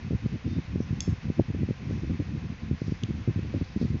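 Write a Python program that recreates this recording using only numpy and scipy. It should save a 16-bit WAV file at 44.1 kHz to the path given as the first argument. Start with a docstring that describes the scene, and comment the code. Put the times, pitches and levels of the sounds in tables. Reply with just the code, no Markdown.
"""Steel scissors are picked up and handled close by in a small tiled room: a faint slide, one bright
clink as the blades meet, one dry tick from the loose pivot. A fan hisses steadily, and its draught
buffets the microphone in quick low puffs and thumps. Cloth rustles faintly under the hands, and
near the end something gives a small hollow knock."""
import sys
import numpy as np
from scipy import signal
from scipy.fft import rfft, irfft
from scipy.io import wavfile
from scipy.ndimage import map_coordinates

SR = 44100
rng = np.random.default_rng(int(sys.argv[2]) if len(sys.argv) > 2 else 0)


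def generate_wav(signal):
    """Clip the signal to [-1, 1] and save it as 16-bit WAV at the path in sys.argv[1]."""
    frames = np.transpose(np.atleast_2d(signal))
    scaled = np.clip(frames, -1, 1) * 32767
    pcm = np.round(scaled).astype(np.int16)
    wavfile.write(sys.argv[1], SR, pcm)


N = 4 * SR


def amp(db):
    """Decibels to gain."""
    return 10 ** (np.asarray(db) / 20)


def unit_rms(x):
    """Normalises to an rms of one."""
    return x / np.sqrt(np.mean(x ** 2) + 1e-20)


def equalise(x, curve):
    """Shapes the tone with an EQ curve of (f/Hz, level/dB) points."""
    hz, db = np.transpose(curve)
    bins_hz = np.fft.rfftfreq(len(x), 1 / SR)
    gain = amp(np.interp(np.log(bins_hz + 1), np.log(hz), db))
    return irfft(rfft(x) * gain, len(x))


def drift(rate_hz):
    """Smooth random modulation with an rms of one."""
    hz = np.fft.rfftfreq(N, 1 / SR)
    rolloff = np.exp(-(hz / rate_hz) ** 2) * (hz > 0)
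    return unit_rms(irfft(rfft(rng.standard_normal(N)) * rolloff, N))


def swell(middle_s, length_s, edge):
    """Power envelope around a moment; a higher edge gives steeper fades."""
    distance = abs(2 * (np.arange(N) / SR - middle_s) / length_s)
    return np.exp(-np.minimum(distance, 20) ** edge)


def add(mix, start_s, sound):
    """Drops a sound into the mix at its cue."""
    part = mix[round(start_s * SR):][:len(sound)]
    part += sound[:len(part)]


# EQ of the fan's air hiss: f/Hz, relative level/dB
HISS_EQ = [(25, 17.5), (200, 8), (400, 1), (490, 2.5), (620, -2.5), (740, 1.5), (880, -0.5), (1050, 0.5),
           (1290, -1.5), (2050, 1.5), (2600, -0.5), (2850, -4), (5000, -10), (6200, -12), (6900, -19),
           (7400, -34.5), (8000, -60)]
# motor tones: f/Hz, level/dB
MOTOR_TONES = [(2564, -68.5), (507, -67.5), (1035, -70)]

def fan(hiss_db=-48, waver_db=0.64, wander_hz=2.5):
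    """A steady bed of air hiss with a few faint, wavering motor tones."""
    air = unit_rms(equalise(rng.standard_normal(N), HISS_EQ))
    hiss = air * amp(hiss_db + waver_db * drift(rate_hz=12))
    whine = np.zeros(N)
    for hz, db in MOTOR_TONES:
        cycles = np.cumsum(hz + wander_hz * drift(rate_hz=6)) / SR
        whine += amp(db) * np.sqrt(2) * np.sin(2 * np.pi * cycles)
    return hiss + whine


# puffs of the draught: middle t/s, length/s, level/dB
DRAUGHT_PUFFS = [(0.059,0.0497,-32),(0.131,0.0498,-28),(0.247,0.0396,-27),(.34,0.05014,-28),(0.469,0.0407,-25),(0.521,0.0404,-29),(0.579,0.03965,-26),(0.774,.15,-32),
                 (0.961,.14,-33),(1.109,0.0603,-28),(1.278,0.07064,-29.5),(1.399,0.0399,-26),(1.5,0.02997,-26),(1.6,.11,-29),(1.7,0.0302,-25),(1.873,0.1213,-32),
                 (1.961,0.0696,-29),(2.037,0.03043,-27),(2.119,0.0791,-25),(2.21,0.03006,-26),(2.329,.11,-30),(2.441,0.04965,-30),(2.511,.04,-33.5),(2.67,0.0813,-32),
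                 (2.734,0.02995,-27.5),(2.889,.1,-33),(3.039,.04,-33),(3.098,0.02974,-29),(3.181,0.1117,-35),(3.3,0.03015,-27.5),(3.38,0.0401,-30),(3.469,0.0898,-31),
                 (3.561,0.0495,-28),(3.62,.02,-27),(3.77,.02,-26.5),(3.838,0.0604,-28),(3.935,0.0919,-30)]
# EQ of the turbulent rumble: f/Hz, relative level/dB
EDDY_EQ = [(20, -18.5), (45, -20.5), (74, 2.5), (105, 1.5), (170, -1), (250, -5.5), (350, -16.5),
           (500, -30.5), (750, -42), (1400, -75.5)]

def draught(lull_db=-45, flutter_db=2, compression=0.69):
    """Eddies sweep over the microphone; each puff drives them harder and faster."""
    power = np.full(N, amp(lull_db) ** 2)
    for middle_s, length_s, db in DRAUGHT_PUFFS:
        power += amp(db) ** 2 * swell(middle_s, length_s, edge=4)
    eddies = unit_rms(equalise(rng.standard_normal(2 * N), EDDY_EQ))
    # compress the rumble so that the puffs carry the dynamics
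    window = signal.windows.hann(int(0.068 * SR))
    eddy_power = np.abs(signal.oaconvolve(eddies ** 2, window / window.sum(), "same"))
    eddies = unit_rms(eddies / eddy_power ** (compression / 2))
    flutter = unit_rms(amp(flutter_db * drift(rate_hz=45.2)))
    envelope = np.sqrt(power) * flutter
    travel = np.cumsum(unit_rms(envelope) ** 0.15)  # varispeed: stronger air lifts the pitch
    return envelope * map_coordinates(eddies, [travel], order=3, mode="wrap")


# single hard eddies hitting the microphone: t/s, level/dB, f/Hz
HARD_EDDIES = [(0.109, -20, 218), (0.1235, -27, 237), (0.133, -21, 178), (0.149, -20, 135),
               (0.2616, -18.5, 178), (0.759, -17.5, 190), (0.8049, -18.5, 215.3), (0.908, -21, 130),
               (0.9292, -21, 135), (1.079, -18, 199), (1.0898, -20.5, 130.4), (1.126, -20.5, 123),
               (1.282, -23, 126), (1.3017, -20.5, 220.2), (1.3949, -10.5, 221.8), (1.3981, -10.5, 303),
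               (1.5483, -23, 215.7), (1.621, -26, 163.7), (1.6328, -18.5, 193), (1.689, -22.5, 221.3),
               (1.7093, -17, 202.5), (1.9101, -20.5, 219), (2.2004, -24.5, 240), (2.713, -16.5, 173),
               (2.8185, -20.5, 215), (2.882, -22.5, 179.9), (2.9225, -18, 178), (3.0368, -21, 168.4),
               (3.1078, -19, 168), (3.2775, -18, 198), (3.2861, -19.5, 175), (3.3613, -21, 144),
               (3.392, -21.5, 185), (3.5419, -25.5, 240), (3.548, -22.5, 190), (3.612, -29, 280),
               (3.6152, -16.5, 138), (3.8151, -21, 230), (3.8284, -19, 198), (3.8538, -23, 192),
               (3.9046, -18.5, 127.6), (3.945, -20, 148), (3.954, -23.5, 140)]

def thumps(low_cut_hz=94, q=1.96):
    """Each hard eddy is one push and pull of pressure; the microphone's low cut adds a short wobble."""
    t, pressure = np.arange(N) / SR, np.zeros(N)
    for middle_s, db, hz in HARD_EDDIES:
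        phase = 2 * np.pi * hz * (t - middle_s)
        pressure -= amp(db) * phase * (8 / (7 + phase ** 2)) ** 4
    omega = 2 * np.pi * low_cut_hz
    resonant_cut = signal.bilinear([1, 0, 0], [1, omega / q, omega ** 2], SR)
    return signal.lfilter(*resonant_cut, pressure)


# cloth rustles: middle t/s, length/s, level/dB, centre f/Hz, width/octaves
CLOTH_RUSTLES = [(0.519, 0.068, -59, 4920, 0.43), (0.826, 0.04, -60.5, 5700, 0.21),
                 (1.68, 0.26, -65.5, 2400, 0.44), (1.95, 0.16, -65.5, 5660, 0.34),
                 (2.874, 0.12, -61, 5000, 0.5), (3.646, 0.19, -62, 4324, 0.62),
                 (3.834, 0.11, -57.5, 4300, 0.77)]

def cloth(grain_db=3):
    """Hands brush over fabric in soft, grainy swishes."""
    hz, rustle = np.fft.rfftfreq(N, 1 / SR), np.zeros(N)
    for middle_s, length_s, db, centre_hz, octaves in CLOTH_RUSTLES:
        band = np.exp(-2 * (np.log2((hz + 1) / centre_hz) / octaves) ** 2)
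        fibres = rng.standard_normal(N) * amp(grain_db * drift(rate_hz=78))
        swish = unit_rms(irfft(rfft(fibres) * band, N))
        rustle += amp(db) * swish * np.sqrt(swell(middle_s, length_s, edge=1.7))
    return rustle


def slide(middle_s, length_s=0.13, level_db=-61.5, pitch_hz=3630, jitter_hz=74):
    """Steel slides lightly: a thin, even scrape around one unsteady pitch."""
    cycles = np.cumsum(pitch_hz + jitter_hz * drift(rate_hz=200)) / SR
    envelope = np.sqrt(2 * swell(middle_s, length_s, edge=3))
    return amp(level_db) * envelope * np.sin(2 * np.pi * cycles)


# hand-damped blade modes, the bright attack: f/Hz, relative level/dB, T60/s
BLADE_MODES = [(2900, -11.5, .008), (3394, -9, 0.014), (4535, -11.5, .014), (5380, -10.5, .016),
               (5640, -20, 0.009), (6390, -0.5, 0.012), (7060, -4.5, 0.0063)]
# faint long ring of the blades: f/Hz, relative level/dB, T60/s
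BLADE_RING = [(5286, -42, 0.44), (5410, -41, .46), (6348, -44, .28), (3400, -40, .25)]

def clink(level_db=-16.5, rise_s=0.00041, contact_s=0.00084):
    """Blade meets blade: a tiny scrape, modes that the hand damps at once, and a faint beating ring."""
    t = np.arange(SR // 2) / SR
    modes = sum(amp(db - 60 * t / t60) * np.sin(2 * np.pi * hz * t)
                for hz, db, t60 in BLADE_MODES + BLADE_RING)
    attack = 1 - np.exp(-t / rise_s)
    contact = amp(-15) * rng.standard_normal(len(t)) * np.exp(-t / contact_s)
    scrape = signal.sosfilt(signal.butter(2, [2200, 7000], "band", fs=SR, output="sos"), contact)
    direct = amp(level_db) * (modes * attack + scrape)
    return direct + room(direct, send_db=-11.5)


# EQ of the tiled room's reverb: f/Hz, relative level/dB
ROOM_EQ = [(1500, 0), (3400, -7.5), (4500, -7), (5100, 6), (5500, -4), (6300, -11), (6750, 2.5),
           (7300, -7.5)]

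def room(x, send_db, t60_s=0.34, predelay_s=0.011):
    """The tiles answer after a short gap with a dense, dying tail of reflections."""
    t = np.arange(SR) / SR
    reflections = rng.standard_normal(SR) * (rng.random(SR) < 5000 / SR)  # about 5000 a second
    tail = equalise(reflections, ROOM_EQ) * amp(-60 * t / t60_s) * (t > predelay_s)
    return amp(send_db) * signal.fftconvolve(x, tail / np.linalg.norm(tail))[:len(x)]


# dead resonances of the pivot: f/Hz, width/Hz, relative level/dB
PIVOT_BANDS = [(3170, 770, 2), (4370, 550, -11.5), (6180, 600, -7.5), (2000, 1500, -19)]

def pivot_tick(level_db=-27.5):
    """The loose pivot snaps once: a dry tick through broad resonances that do not ring."""
    snap, direct = signal.unit_impulse(SR // 2), np.zeros(SR // 2)
    for hz, width_hz, db in PIVOT_BANDS:
        band_pass = signal.butter(2, [hz - width_hz / 2, hz + width_hz / 2], "band", fs=SR, output="sos")
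        band = signal.sosfilt(band_pass, snap)
        direct += amp(level_db + db) * band / abs(band).max()
    return direct + room(direct, send_db=-14)


def knock(level_db=-30.5, pitch_hz=552, t60_s=0.065, rise_s=0.0025):
    """A soft bump wakes one short, hollow resonance."""
    t = np.arange(SR // 4) / SR
    envelope = amp(level_db - 60 * t / t60_s) * (1 - np.exp(-t / rise_s))
    return envelope * np.sin(2 * np.pi * pitch_hz * t)


def scene():
    """Scissors, cloth and a knock over the bed of fan and draught, in mono."""
    mix = fan() + draught() + thumps() + cloth() + slide(middle_s=0.54)
    add(mix, 1.005, clink())
    add(mix, 3.0353, pivot_tick())
    add(mix, 3.539, knock())
    return mix[None]


def record(dry):
    """Master EQ: trims the sub rumble and cuts the top end steeply."""
    low_cut = signal.butter(3, 29, "high", fs=SR, output="sos")
    high_cut = signal.ellip(10, 0.3, 70, 7550, fs=SR, output="sos")
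    return signal.sosfilt(np.vstack([low_cut, high_cut]), dry)


dry = scene()
out = record(dry)
generate_wav(out)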